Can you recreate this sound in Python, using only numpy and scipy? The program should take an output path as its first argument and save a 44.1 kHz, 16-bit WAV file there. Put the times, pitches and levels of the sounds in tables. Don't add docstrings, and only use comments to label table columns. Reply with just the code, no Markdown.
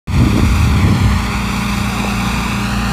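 import sys
import numpy as np
from scipy import signal
from scipy.fft import rfft, irfft
from scipy.io import wavfile
from scipy.ndimage import uniform_filter1d, map_coordinates

SR = 44100
rng = np.random.default_rng(int(sys.argv[2]) if len(sys.argv) > 2 else 0)


def waveform_to_disk(signal):
    frames = np.transpose(np.atleast_2d(signal))
    scaled = np.clip(frames, -1, 1) * 32767
    samples = np.round(scaled).astype(np.int16)
    wavfile.write(sys.argv[1], SR, samples)


def ratio(d):
    e = np.asarray(d, float) / 20
    return 10 ** e


N = 128772

PUMP_RATIO = 3.448
# time_s, level_db, treble_db
POSE = [(.1, -1.5, -3.5), (.3, -1, 0.5), (.6, -1.5, 4.5), (.8, 0, -4), (1.05, 0.5, -4), (1.35, 1.5, -9.5),
        (1.6, 0, 2.5), (2.05, -0.5, 2), (2.35, 2, -2), (2.55, 0.5, -2), (2.7, 1, -3.5), (2.92, -0.5, 1)]
# time_s, level_db
TURN = [
    (.1, -25),
    (.7, -6),
    (1.2, -10),
    (1.7, -10),
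    (2.0, 8),
    (2.4, 2.5),
    (2.7, 1),
    (2.92, 7),
]


def evened(x):
    return x / np.sqrt(np.mean(x ** 2) + 1e-20)


def curve(table, column, t=None):
    rows = np.array(table)
    if t is None:
        t = np.arange(N) / SR
    return np.interp(t, rows[:, 0], rows[:, column])


def drift(hz):
    f = np.fft.rfftfreq(N, 1 / SR)
    spectrum = rfft(rng.standard_normal(N)) / (1 + (f / hz) ** 4)
    return evened(irfft(spectrum, N))


def ring(x, hz, width_hz):
    r = np.exp(-np.pi * width_hz / SR)
    return signal.lfilter([1, 0, -1], [1, -2 * r * np.cos(2 * np.pi * hz / SR), r * r], x) * (1 - r)


def ticks(per_s, spread_db):
    strike = rng.random(N) < per_s / SR
    size = ratio(spread_db * np.minimum(rng.exponential(1, N), 4))
    return rng.choice([-1., 1.], N) * size * strike


def wind():
    # time_s, eddies_db, snaps_db
    gust = [(.1, -10.5, -58), (.18, -11, -20), (.29, -13.5, -18), (.39, -12.5, -15.5), (.53, -12, -36.5),
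            (.63, -9, -26), (.72, -12.5, -31), (.82, -11, -23), (.9, -8.5, -21.5), (1.0, -16, -28),
            (1.06, -10, -21), (1.12, -13, -49), (1.3, -24, -65), (1.45, -36, -57), (1.7, -30, -35),
            (1.8, -21, -35), (2.0, -40, -35), (2.92, -37, -36)]
    # time_s, pitch_hz
    eddy_pitch = [(.1, 79.8), (.2, 100.6), (.35, 91), (.5, 64.47), (.64, 99.53), (.75, 90.6), (.9, 124.3),
                  (1.05, 80.24), (1.3, 60.14), (1.8, 70), (2.92, 80)]
    eddy_width_hz, evenness, lump_db = 71, 0.79, 1.0
    snap_hz, snap_width_hz = 230, 119

    slow = signal.lfilter(*signal.butter(2, eddy_width_hz / 2, fs=SR), rng.standard_normal((2, N)))
    swirl = (slow[0] + 1j * slow[1]) * np.exp(2j * np.pi * np.cumsum(curve(eddy_pitch, 1)) / SR)
    size = abs(swirl)
    eddies = evened((swirl / (size + 0.11 * size.mean()) ** evenness).real)
    eddies = signal.lfilter(*signal.butter(2, 52, "high", fs=SR), eddies)
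    snaps = ring(ticks(per_s=200, spread_db=2.33), snap_hz, snap_width_hz)
    snaps = evened(ring(snaps, snap_hz, 2 * snap_width_hz))
    return ratio(curve(gust, 1) + lump_db * drift(8.4)) * eddies + ratio(curve(gust, 2)) * snaps


def knock():
    # start_s, peak_db, pitch_hz, decay_s
    tap = (2.0464, -8.5, 470, .00065)
    start_s, peak_db, hz, decay_s = tap
    t = np.maximum(np.arange(N) / SR - start_s, 0)
    swell = np.e * t / decay_s * np.exp(-t / decay_s)
    return -ratio(peak_db) * swell * np.sin(2 * np.pi * hz * t)


def roar():
    # pitch_hz, level_db
    colour = [(40, -1.5), (150, 2), (300, -7), (600, -4), (1100, -7), (2500, -8), (5500, -18), (15000, -32)]
    roar_db, patch_db, flicker_db, treble_hz = -24, 1, 0.96, 4740

    frames, hz = N // 256 + 5, np.fft.rfftfreq(1024, 1 / SR)
    real, imaginary, patches = rng.standard_normal((frames, 513, 3)).T
    patches = uniform_filter1d(patches, size=10, axis=0)
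    patches = evened(uniform_filter1d(patches, size=14, axis=1))
    flicker = evened(uniform_filter1d(rng.standard_normal(frames), size=3))
    f, db = np.transpose(colour)
    shape = np.interp(np.log(hz + 1), np.log(f), db)[:, None]
    treble = (hz ** 2 / (hz ** 2 + treble_hz ** 2))[:, None]
    facing = curve(POSE, 2, np.arange(frames) * 256 / SR) * treble
    level_db = shape + facing + patch_db * patches + flicker_db * flicker
    noise = signal.istft((real + 1j * imaginary) * ratio(level_db), nperseg=1024, noverlap=768)[1]
    return ratio(roar_db) * evened(noise[:N])


def clatter(turns):
    # pitch_hz, width_hz, level_db
    panels = [(786, 170, -12), (1000, 180, 6.5), (1127, 110, 1), (1200, 290, -18), (1446, 76, -8),
              (1750, 240, 5), (2484, 330, 6.5), (2663, 310, 6.5), (3780, 400, -5.5), (4130, 350, -6),
              (6260, 330, -14), (7020, 150, -8)]
    clatter_db, firing_beat, pump_beat = -28.5, 0.8, 1.2

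    after_firing = np.exp(-(turns % 1) / 0.39)
    after_stroke = np.exp(-(PUMP_RATIO * turns % 1) / 0.48)
    gate = 1 + firing_beat * after_firing + pump_beat * after_stroke
    drive = gate * ticks(per_s=5000, spread_db=2.0)
    rung = sum(ratio(db) * evened(ring(drive, hz, width_hz)) for hz, width_hz, db in panels)
    return ratio(clatter_db) * evened(rung)


def ground(x):
    # pitch_hz, width_hz, share_removed
    shadow = [
        (3000, 450, .55),
        (5250, 500, .3),
        (660, 150, .3),
    ]
    # time_s, delay_ms
    lag = [(.1, .905), (.3, .877), (.6, .848), (.8, .905), (1.05, .965), (1.2, .92), (1.35, .86),
           (1.8, .846), (2.05, .815), (2.35, .833), (2.55, .815), (2.72, .71), (2.92, .69)]
    echo, echo_hz = 0.58, 8000

    for hz, width_hz, share in shadow:
        x = x - share * ring(x, hz, width_hz)
    late = np.arange(N) - curve(lag, 1) * SR / 1000
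    dull = signal.filtfilt(*signal.butter(1, echo_hz, fs=SR), x)
    bounce = map_coordinates(dull, [late], order=3)
    return ratio(curve(POSE, 1)) * (x + echo * bounce)


def exhaust_box():
    # pitch_hz, width_hz, level_db
    resonance = (770, 150, -38)
    hz, width_hz, db = resonance
    flow = ring(rng.standard_normal(N), hz, width_hz)
    return ratio(db + curve(TURN, 1)) * evened(ring(flow, hz, 2 * width_hz))


def orders(table, turns):
    waver_db, waver_hz, wander = 1.5, 5, 0.05
    total = np.zeros(N)
    for k, db in table:
        level = np.sqrt(2) * ratio(db + waver_db * drift(waver_hz))
        phase = 2 * np.pi * (k * turns + rng.random()) + wander * k * drift(waver_hz)
        total += level * np.sin(phase)
    return total


def pump_whine(turns):
    # multiple_of_piston_rate, level_db (rms)
    whine = [(4, -37), (5, -40), (5.51, -42), (6, -38), (6.775, -40.5), (7, -43), (7.165, -40.5),
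             (9.1, -42), (9.29, -53)]
    return ratio(0.2 * curve(TURN, 1)) * orders(whine, PUMP_RATIO * turns)


def engine_hum(turns):
    # multiple_of_firing, level_db (rms)
    firing = [(1, -24), (2, -26.5), (3, -29), (4, -31), (5, -42), (8, -47.5)]
    # multiple_of_piston_rate, level_db (rms)
    pump = [(1, -23), (2, -42.5), (3, -45)]
    return orders(firing, turns) + orders(pump, PUMP_RATIO * turns)


def engine_turns():
    # time_s, firing_hz
    speed = [
        (0, 59.0),
        (1.95, 58.9),
        (2.4, 58.3),
        (2.92, 58.65),
    ]
    return np.cumsum(curve(speed, 1)) / SR


def scene():
    turns = engine_turns()
    at_microphone = wind() + knock()
    bodywork = ground(roar() + clatter(turns))
    tones = exhaust_box() + pump_whine(turns) + engine_hum(turns)
    return (at_microphone + bodywork + tones)[None]


def top_cut(x):
    return signal.sosfilt(signal.butter(12, 16000, fs=SR, output="sos"), x)


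def record(dry):
    low_cut_hz, edge_hz, ceiling = 36, 15400, 1.3
    start_s, open_db, open_s = 0.073, -11, 0.07

    x = signal.sosfilt(signal.butter(2, low_cut_hz, "high", fs=SR, output="sos"), dry)
    band = signal.firwin(511, edge_hz, window=("kaiser", 9), fs=SR)
    x = signal.oaconvolve(x, band[None], "same")
    t = np.arange(N) / SR - start_s
    x = x * (t > 0) * ratio(open_db * np.clip(1 - t / open_s, 0, 1))
    return top_cut(ceiling * np.tanh(x / ceiling))


dry = scene()
out = record(dry)
waveform_to_disk(out)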